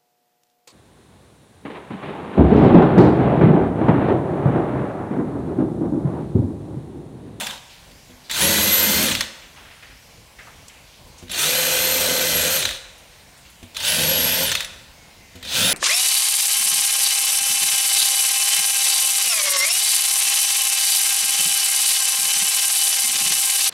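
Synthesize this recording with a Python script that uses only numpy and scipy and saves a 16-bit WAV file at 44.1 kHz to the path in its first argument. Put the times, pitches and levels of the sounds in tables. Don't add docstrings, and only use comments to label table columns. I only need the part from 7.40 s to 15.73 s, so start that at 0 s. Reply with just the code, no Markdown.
import sys
import numpy as np
from scipy import signal
from scipy.io import wavfile
from scipy.ndimage import uniform_filter1d

SR = 44100
rng = np.random.default_rng(int(sys.argv[2]) if len(sys.argv) > 2 else 0)


def dump_mix(stems):
    frames = np.atleast_2d(stems).T
    limited = np.clip(frames, -1, 1)
    pcm = np.round(limited * 32767).astype(np.int16)
    wavfile.write(sys.argv[1], SR, pcm)


def field_ratio(decibels):
    return 10 ** (np.asarray(decibels, dtype=float) / 20)


N = 367353

# time in seconds, mesh whine in Hz, whine level in dB before flare and flutter.
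SPINS = [
    [(0, 10600, -36)],
    [(.94, 5500, -38), (.968, 6747, -38), (1.0, 9240, -28), (1.03, 10919, -24), (1.06, 11262, -23),
     (1.126, 11557, -29), (1.16, 11323, -30), (1.25, 11680, -23), (1.39, 11906, -22), (1.53, 11959, -24),
     (1.59, 12158, -28), (1.63, 12750, -26), (1.662, 11650, -28)],
    [(3.95, 3800, -50), (3.99, 6364, -38), (4.018, 9003, -29), (4.044, 10600, -28), (4.07, 11290, -28),
     (4.146, 11730, -28), (4.35, 11770, -30), (4.46, 11890, -25), (4.604, 11957, -27), (4.66, 11721, -32),
     (4.88, 11823, -32), (4.968, 11464, -24), (5.084, 11593, -32), (5.148, 12503, -24), (5.182, 11607, -29)],
    [(6.39, 4000, -50), (6.42, 5924, -41), (6.45, 7544, -33), (6.48, 9963, -29), (6.5, 10750, -30),
     (6.52, 11095, -30), (6.6, 11186, -29), (6.694, 11474, -24), (6.816, 11639, -26), (6.924, 11667, -25),
     (6.98, 11953, -29), (7.03, 12600, -28), (7.066, 11062, -28)],
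    [(8.1, 4000, -54), (8.15, 6800, -40), (8.18, 8300, -36), (8.2, 8850, -29), (8.222, 9850, -30),
     (8.246, 10500, -29), (8.27, 10780, -24), (8.33, 11008, -24)],
]
TEETH = 23
SHAFT_JITTER = .00087
BRAKE_HZ_PER_S, BRAKE_S = 76000, .07
CREEP_HZ_PER_S, CREEP_S = 52000, .08
BRAKE_DB, BRAKE_POLE_DB = -8, -5

# multiple of the shaft rate, level in dB re the pole level, flare at the housing's sharp ring in dB.
POLES = [(8, 0, 8), (4, -3, 0), (12, -11, 14), (3, -10, 0), (16, -14, 21), (10.5, -22, 27)]
# run-up in seconds, level at its end in dB, level at full speed in dB, lift of the fourth order in dB.
POLE_LEVELS = [(.01, -36, -36, 0), (.09, -35, -34, 2.5), (.07, -34, -34, -3), (.07, -35, -48, 3),
               (.12, -36, -37, 0)]
POLE_START_DB, POLE_SETTLE_S = -5, .09
SLOW_POLE_DB, FULL_HZ = 16, 10800
FLARE_HZ, FLARE_WIDTH_HZ, WHINE_FLARE_DB = 3580, 290, 11

# time in seconds, bite of the bit in the wood in dB, hum of the shaft order in dB.
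LOADS = [
    [(0, -42, -70), (.09, -45, -70), (.2, -62, -70)],
    [(.897, -50, -68), (.98, -44, -62), (1.035, -24.5, -53), (1.13, -26, -53), (1.24, -27.5, -36),
     (1.34, -33, -38), (1.54, -28, -39), (1.66, -28, -52), (1.84, -40, -60), (1.88, -55, -60)],
    [(3.895, -44, -60), (3.98, -49, -52), (4.06, -42, -38), (4.16, -40, -32), (4.56, -40, -32.5),
     (4.7, -34, -32), (4.86, -40, -30), (4.96, -33, -34), (5.17, -40, -36), (5.31, -43, -62),
     (5.4, -59, -62)],
    [(6.347, -49, -66), (6.43, -49, -64), (6.52, -39, -56), (6.6, -33, -39), (6.8, -34, -40),
     (6.92, -36, -44), (7.02, -38, -33), (7.15, -42, -64), (7.28, -58, -64)],
    [(8.027, -45, -70), (8.13, -48, -62), (8.2, -32, -55), (8.26, -32, -54), (8.34, -33, -44)],
]
GRAB_DB, GRAB_SPAN_DB = -45, 10
GRAB_TURNS, GRAB_FLUTTER_DB, GRAB_PULSE = .13, 2, .7
CUTS_PER_TURN = .0812

# squeeze in seconds, run-up in seconds, release in seconds,
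# nominal gear rattle at first in dB, nominal rattle at full speed in dB.
PULLS = [(-1, .14, -.04, -40, -28), (.897, .12, 1.65, -31, -22), (3.895, .11, 5.17, -36, -23),
         (6.347, .13, 7.04, -40, -23), (8.027, .15, 9, -41, -21.5)]
SURGE_DB, SETTLE_S = 2, .15
COAST_S, COAST_DB, HALT_S, HALT_DB = .19, -11, .045, -18
SLOW_TREBLE_DB, SLOW_HOUSING_DB = -9.5, 8.7
# frequency in Hz, density in dB per Hz.
RATTLE = [
    [(350, -20), (600, -9), (1020, -9), (2160, -12.5), (2370, -11.5), (3920, -8), (4750, -16.5),
     (7040, -16), (15500, -28)],
    [(350, -20), (600, -10), (766, -13), (915, -7.5), (1180, -9.5), (1560, -6), (2160, -6), (2400, -4),
     (3820, -5), (4370, -4), (4940, -8.5), (6490, -5.5), (10600, -10), (11600, -9), (15500, -12)],
    [(100, -24), (350, -7), (600, -4.5), (1050, -8.5), (1530, -0.5), (2190, -2.5), (2400, 1), (3770, -0.5),
     (4200, 1), (4940, -4.5), (5980, -0.5), (7640, -3), (8630, -2), (10600, -6.5), (11600, -5),
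     (15500, -9.5)],
    [(350, -35), (600, -8), (716, -21), (878, -15), (1220, -21.5), (1530, -12), (2220, -11), (2950, -7.5),
     (4090, -11), (4620, -10), (7740, -15.5), (9240, -13), (10300, -19), (11600, -16.5), (15500, -20.5)],
    [(350, -21), (600, -6.5), (1150, -16), (1380, -7), (2220, -7), (2400, -3), (3660, -1), (4260, -3.5),
     (7430, -7), (11000, -11), (15500, -15)],
]
# frequency in Hz, width in Hz.
HOUSING = (3800, 540)
# frequency in Hz, width in Hz, lift in dB.
SHELL = [(922, 69, 4), (1533, 60, 2.5), (2190, 70, -4.5), (2466, 44, 3.5), (2480, 40, -0.5), (3000, 78, 2),
         (3180, 50, 4.5), (3490, 74, 4.5), (3790, 48, 2.5), (4470, 90, 2.5), (4750, 70, 1),
         (6300, 150, 2.5), (8500, 200, 2)]
PATCHY_DB = 1.8

# frequency in Hz, width of the first resonator in Hz, relative level in dB.
PANELS = [
    [(90, 40, -10), (210, 60, 6), (600, 180, -8)],
    [(78, 33, -14), (206, 30, -0.5), (315, 31, -8.5), (566, 170, -7.5)],
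    [(90, 32, -19), (177, 60, -8), (576, 110, 15)],
    [(98, 16, -4), (196, 55, -1), (497, 250, 6)],
    [(107, 32, -12), (195, 95, 0.5), (532, 130, 0)],
]
# multiple of the cut rate, level in dB re the bite.
BEATS = [
    [],
    [(2, -11), (3, -27), (4, -13), (5, -13), (6, -12.5), (8, -13.5), (10, -16), (11, -16), (14, -11)],
    [(2, -12), (3, -26), (4, -4), (5, -24), (6, -6.5), (8, -20), (14, -10.5), (15, -10.5)],
    [(2, -10), (4, -4.5), (6, -5), (8, -15), (13, -13)],
    [(3, -10), (5, -5.5), (7, -11.5), (14, -10.5)],
]

# frequency in Hz, relative density in dB per Hz.
AIR = [(18, -53), (26, -14), (32, 3), (50, -8.5), (120, -9.5), (309, -18), (371, -20.5), (508, -16.5),
       (677, -17), (1090, -20), (1240, -26), (1450, -21), (1690, -22), (2260, -19), (4960, -23),
       (5800, -23.5), (15700, -34.5)]
AIR_DB = -47.6
# frequency in Hz, t60 in seconds.
SHOP = [(100, 0.15), (500, 1), (1500, 1), (4000, 0.77), (8000, 0.74), (14000, 0.3)]
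SHOP_DB = -12.5

# start in seconds, peak in dB.
CLACKS = [(.009, -13), (.068, -15), (.108, -19), (.177, -30), (.8965, -20), (.944, -18), (1.684, -9),
          (1.713, -9), (1.719, -8), (1.7495, -6), (1.8075, -5), (1.829, -22), (3.88, -31), (3.896, -25),
          (5.225, -12), (5.2525, -6), (5.288, -13), (5.309, -18), (6.346, -27), (6.402, -19), (7.091, -14),
          (7.116, -8), (7.123, -12), (7.151, -7), (7.196, -19), (7.205, -10.5), (7.228, -21), (8.027, -25),
          (8.05, -24)]
# start in seconds, peak in dB, gain of the steel modes against the gearbox modes in dB.
PINGS = [(.9115, -12, 0), (3.914, -17, 3), (6.367, -13, -15), (7.2455, -16, -17)]
CLACK_S, CLACK_STEEL_DB, PING_S = .003, -29, .0025
# frequency in Hz, level in dB, t60 in seconds.
GEARBOX = [(1600, -11, .005), (2000, -6, .006), (2600, -3, .006), (3100, -1, .007), (3600, 0, .008),
           (4200, 0, .006), (5000, -3, .004), (6000, -2, .004), (7000, -2, .003), (8500, -3, .003),
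           (10500, -5, .002), (13000, -8, .002)]
# frequency in Hz, level in dB, t60 in seconds.
STEEL = [(7550, -5, .04), (10030, 0, .08), (11770, -1, .05)]

# start in seconds, nominal peak in dB, centre in Hz, decay constant in seconds.
SCUFFS = [(.30, -42, 3800, .093), (.84, -44, 4270, .08), (2.02, -40, 2500, .06), (2.16, -39.5, 2400, .08),
          (2.17, -41, 990, .06), (2.25, -42.5, 1500, .15), (2.31, -38, 2530, .023),
          (2.425, -36.5, 1900, .045), (2.5, -43, 2000, .08), (2.986, -35.5, 1750, .06),
          (3.07, -36.5, 1170, .031), (3.281, -30, 6800, .006), (3.295, -43, 2420, .093),
          (3.54, -47, 3520, .076), (3.673, -47, 9500, .015), (3.78, -40, 6300, .034),
          (3.824, -43.5, 9000, .004), (5.58, -47, 10500, .02), (5.975, -47, 8500, .044),
          (6.05, -41.5, 3000, .044), (6.1, -42, 11000, .01)]
SCUFF_WIDTH_HZ, SCUFF_WIDENS = 1100, .6

# start in seconds, knock peak in dB, steel tick in dB re that peak.
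TOUCHES = [(0.511, -41, 0), (0.698, -35, -7), (3.827, -28.5, -6), (6.228, -31, 0.5), (7.954, -31.5, -1.5)]
# frequency in Hz, level in dB, t60 in seconds.
BOARD = [(92.6, 1, 0.17), (185, -3, .15), (244.5, -2, 0.39), (345, -4, 0.12), (490, -11, 0.24),
         (635, -5, 0.086)]

# time in seconds, frequency in Hz, mean level in dB.
THIN_TONE = [(7.55, 2240, -68), (7.62, 2200, -61), (7.7, 2130, -62), (7.78, 2070, -61), (7.9, 2060, -62),
             (8.03, 2070, -64)]

EDGE_HZ = 15850


def evened(x):
    return x / np.sqrt(np.mean(x ** 2) + 1e-20)


def read(points, hz):
    f, value = np.transpose(points)
    return np.interp(np.log(hz + 1), np.log(f + 1), value)


def add(mix, s, sound):
    part = mix[max(round(s * SR), 0):][:len(sound)]
    part += sound[:len(part)]


def unroll(rows):
    s, *columns = np.transpose(rows)
    t = np.arange(s[0], s[-1], 1 / SR)
    return s[0], [np.interp(t, s, column) for column in columns]


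def wander(count, hz):
    lead_in = SR // 4
    noise = rng.standard_normal(count + lead_in)
    slow = signal.lfilter([1], [1, -np.exp(-2 * np.pi * hz / SR)], noise)
    return evened(slow[lead_in:])


def resonate(x, hz, width):
    r = np.exp(-np.pi * width / SR)
    return 2 * signal.lfilter([1 - r], [1, -r * np.exp(2j * np.pi * hz / SR)], x).real


def ring(modes, spread):
    t = np.arange(SR // 4) / SR
    sound = np.zeros(len(t))
    luck = rng.standard_normal((len(modes), 2)) * [2.5, spread]
    for (hz, db, t60), (luck_db, detune) in zip(modes, luck):
        decay = field_ratio(db + luck_db - 60 * t / t60)
        sound += decay * np.sin(2 * np.pi * hz * (1 + detune) * t)
    return sound


def braked(rows):
    s, hz, db = rows[-1]
    low_hz = hz - BRAKE_HZ_PER_S * BRAKE_S
    slowed = (s + BRAKE_S, low_hz, db + BRAKE_DB)
    crept = (s + BRAKE_S + CREEP_S, low_hz - CREEP_HZ_PER_S * CREEP_S, db + 2 * BRAKE_DB)
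    return [*rows, slowed, crept]


def shaft_turns():
    s, hz = np.vstack([braked(rows) for rows in SPINS])[:, :2].T
    turns_per_s = np.interp(np.arange(N) / SR, s, hz) / TEETH
    return np.cumsum(turns_per_s * (1 + SHAFT_JITTER * wander(N, 63))) / SR


def motor(rows, poles, load, shaft):
    s, (hz, whine_db) = unroll(braked(rows))
    turns = shaft[round(s * SR):][:len(hz)]
    count = len(turns)
    t, hz, whine_db = s + np.arange(count) / SR, hz[:count], whine_db[:count]
    run_up, up_db, full_db, fourth_db = poles
    brake = rows[-1][0]

    pole_db = np.interp(t - s, [0, run_up, run_up + POLE_SETTLE_S], [up_db + POLE_START_DB, up_db, full_db])
    if brake < N / SR - BRAKE_S:
        fade = np.clip((t - brake) / BRAKE_S + 1, 0, 1)
        pole_db += (BRAKE_POLE_DB + up_db - pole_db) * fade

    at, bite_db, shaft_db = np.transpose(load)
    grab = np.clip((np.interp(t, at, bite_db) - GRAB_DB) / GRAB_SPAN_DB, 0, 1)
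    flutter_db = (2.5 + GRAB_FLUTTER_DB * grab) * np.clip(wander(count, 25), -2.5, 1.2)
    jolted = turns + GRAB_TURNS * grab * wander(count, 35)
    tone = field_ratio(np.interp(t, at, shaft_db) + flutter_db) * np.sin(2 * np.pi * jolted)
    cuts = CUTS_PER_TURN * turns + .15 * wander(count, 8)
    tone *= 1 + GRAB_PULSE * grab * np.cos(2 * np.pi * cuts)

    slow_db = SLOW_POLE_DB * np.log2(np.minimum(hz / FULL_HZ, 1))
    orders = [(TEETH, whine_db, WHINE_FLARE_DB, 3)]  # multiple, level dB, flare dB, flutter dB
    orders += [(k, pole_db + db + fourth_db * (k == 4), flare_db, 2.5) for k, db, flare_db in POLES]
    for k, db, flare_db, flutter_db in orders:
        near = np.exp(-((k * hz / TEETH - FLARE_HZ) / FLARE_WIDTH_HZ) ** 2)
        colour_db = flare_db * near
        if k != TEETH:
            colour_db = colour_db + slow_db * (1 - near)
        level = field_ratio(db + colour_db + flutter_db * wander(count, 22))
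        tone += level * np.sin(2 * np.pi * (k * turns + rng.random()))
    return s, np.sqrt(2) * tone * signal.windows.tukey(count, .03)


def trigger(t, squeeze, run_up, release, first_db, full_db):
    up = np.clip((t - squeeze) / run_up, 0, 1)
    down = np.clip((t - release) / COAST_S, 0, 1)
    surge_db = SURGE_DB * up * np.exp(-np.maximum(t - squeeze - run_up, 0) / SETTLE_S)
    halt_db = HALT_DB * np.maximum(t - release - COAST_S, 0) / HALT_S
    level_db = first_db + (full_db - first_db) * up ** .8 + surge_db + COAST_DB * down + halt_db
    slow = 1 - up + down ** .7
    return level_db, SLOW_TREBLE_DB * slow, SLOW_HOUSING_DB * slow


def rattle(level_db, treble_db, housing_db, colour):
    count = len(level_db)
    uneven_db = np.minimum(rng.exponential(1, count), 5) + 1.25 * wander(count, 160)
    knocks = rng.standard_normal(count) * field_ratio(uneven_db)
    hz, t, z = signal.stft(knocks, SR, nperseg=1024, noverlap=768)

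    def per_frame(db):
        return np.interp(t * SR, np.arange(count), db - np.median(db))

    top = np.clip(np.log(hz / 4500 + 1e-9) / np.log(14000 / 4500), 0, 1)
    peak = np.exp(-((hz - HOUSING[0]) / HOUSING[1]) ** 2)
    shell_db = sum(db * np.exp(-((hz - f) / width) ** 2) for f, width, db in SHELL)
    steady_db = (read(colour, hz) + shell_db)[:, None]
    shape = field_ratio(steady_db + top[:, None] * per_frame(treble_db) + peak[:, None] * per_frame(housing_db))
    patches = uniform_filter1d(rng.standard_normal(shape.shape), size=3, axis=0)
    shape *= field_ratio(PATCHY_DB * evened(uniform_filter1d(patches, size=16, axis=1)))
    band = (hz > 1500) & (hz < 8000)
    shape /= np.sqrt((shape[band] ** 2).sum(0) / len(hz))
    shaped = signal.istft(z * shape, SR, nperseg=1024, noverlap=768)[1][:count]
    return field_ratio(level_db + 0.2) * shaped / knocks.std()


def bite(level_db, turns, panels, beats):
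    count = len(level_db)
    chatter = rng.standard_normal(count)
    shaken = np.zeros(count)
    for hz, width, db in panels:
        mode = resonate(resonate(chatter, hz, width), hz, 1.2 * width)
        shaken += field_ratio(db) * evened(mode)
    beat = np.zeros(count)
    for k, db in beats:
        level = field_ratio(db + 3.5 * wander(count, 7.7))
        cycles = k * CUTS_PER_TURN * turns + 0.088 * wander(count, 7.7) + rng.random()
        beat += level * np.sin(2 * np.pi * cycles)
    shaken = signal.sosfilt(signal.butter(3, 60, "high", fs=SR, output="sos"), shaken)
    return field_ratio(level_db) * (field_ratio(-2) * evened(shaken) + np.sqrt(2) * beat)


def air():
    frames, hz = N // 256 + 5, np.fft.rfftfreq(1024, 1 / SR)
    real, imaginary, patches = rng.standard_normal((frames, 513, 3)).T
    patches = evened(uniform_filter1d(uniform_filter1d(patches, 20, 0), 20, 1))
    z = (real + 1j * imaginary) * field_ratio(read(AIR, hz)[:, None] + 1.6 * patches)
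    return field_ratio(AIR_DB) * evened(signal.istft(z, nperseg=1024, noverlap=768)[1][:N])


def shop(x):
    taps = np.zeros(SR)
    at = np.arange(200, SR - 20, 20)
    taps[at + rng.integers(0, 20, len(at))] = rng.choice([-1., 1.], len(at))
    hz, t, z = signal.stft(taps, SR, nperseg=256)
    decay = field_ratio(-60 * t / read(SHOP, hz)[:, None])
    tail = signal.istft(z * decay, SR, nperseg=256)[1]
    return signal.fftconvolve(x, tail / np.linalg.norm(tail))[:N]


def clack(peak_db, steel_db, length):
    u = np.arange(SR // 30) / SR / length
    uneven = field_ratio(5 * np.minimum(rng.exponential(1, len(u)), 4))
    impacts = rng.standard_normal(len(u)) * u ** 0.52 * np.exp(-u) * uneven
    modes = ring(GEARBOX, 0.045) + field_ratio(steel_db) * ring(STEEL, 0.0033)
    sound = signal.fftconvolve(impacts, modes)
    sound[:len(u)] += 0.55 * impacts
    sound = signal.sosfilt(signal.butter(3, 1350, "high", fs=SR, output="sos"), sound)
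    return field_ratio(peak_db) * sound / abs(sound).max()


def scuff(peak_db, hz, length):
    t = np.arange(SR // 3) / SR
    width = SCUFF_WIDTH_HZ * (hz / 1500) ** SCUFF_WIDENS
    grains = rng.standard_normal(len(t)) * field_ratio(1.7 * np.minimum(rng.exponential(1, len(t)), 4))
    rub = evened(resonate(resonate(grains, hz, width), hz, 2 * width))
    shape = (1 - np.exp(-t / 0.0008)) * np.exp(-t / length)
    return field_ratio(peak_db - 5.5) * rub * shape


def touch(peak_db, tick_db):
    knock = ring(BOARD, .04)
    tick = np.pad(clack(peak_db + tick_db, -19, 0.0058), (0, SR))[:len(knock)]
    return field_ratio(peak_db) * knock / abs(knock).max() + tick


def thin_tone():
    s, (hz, db) = unroll(THIN_TONE)
    wobble = 1 + .006 * wander(len(hz), 40)
    level = field_ratio(db + 3 * wander(len(hz), 20))
    return s, np.sqrt(2) * level * np.sin(2 * np.pi * np.cumsum(hz * wobble) / SR)


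def scene():
    mix, shaft = np.zeros(N), shaft_turns()
    for pull, load, colour, panels, beats in zip(PULLS, LOADS, RATTLE, PANELS, BEATS):
        s, (bite_db, _) = unroll(load)
        turns = np.resize(shaft[round(s * SR):], len(bite_db))
        add(mix, s, bite(bite_db, turns, panels, beats))
        s, end = max(pull[0], 0), min(pull[2] + COAST_S + HALT_S, N / SR)
        add(mix, s, rattle(*trigger(np.arange(s, end, 1 / SR), *pull), colour))
    for rows, poles, load in zip(SPINS, POLE_LEVELS, LOADS):
        add(mix, *motor(rows, poles, load, shaft))
    for s, db in CLACKS:
        add(mix, s, clack(db, CLACK_STEEL_DB, CLACK_S))
    for s, db, steel_db in PINGS:
        add(mix, s, clack(db, steel_db, PING_S))
    for s, *row in SCUFFS:
        add(mix, s, scuff(*row))
    for s, *row in TOUCHES:
        add(mix, s, touch(*row))
    add(mix, *thin_tone())
    heard = mix + field_ratio(SHOP_DB) * shop(mix) + air()
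    return np.tile(heard, (2, 1))


def band_limit(x):
    return signal.sosfilt(signal.butter(12, 16870, fs=SR, output="sos"), x)


def record(dry):
    thinned = signal.sosfilt(signal.butter(4, 32, "high", fs=SR, output="sos"), dry)
    edge = signal.firwin(401, EDGE_HZ, window=("kaiser", 9), fs=SR)
    mix = signal.oaconvolve(thinned, edge[None], "same")
    return band_limit(mix)


dry = scene()
out = record(dry)
dump_mix(out)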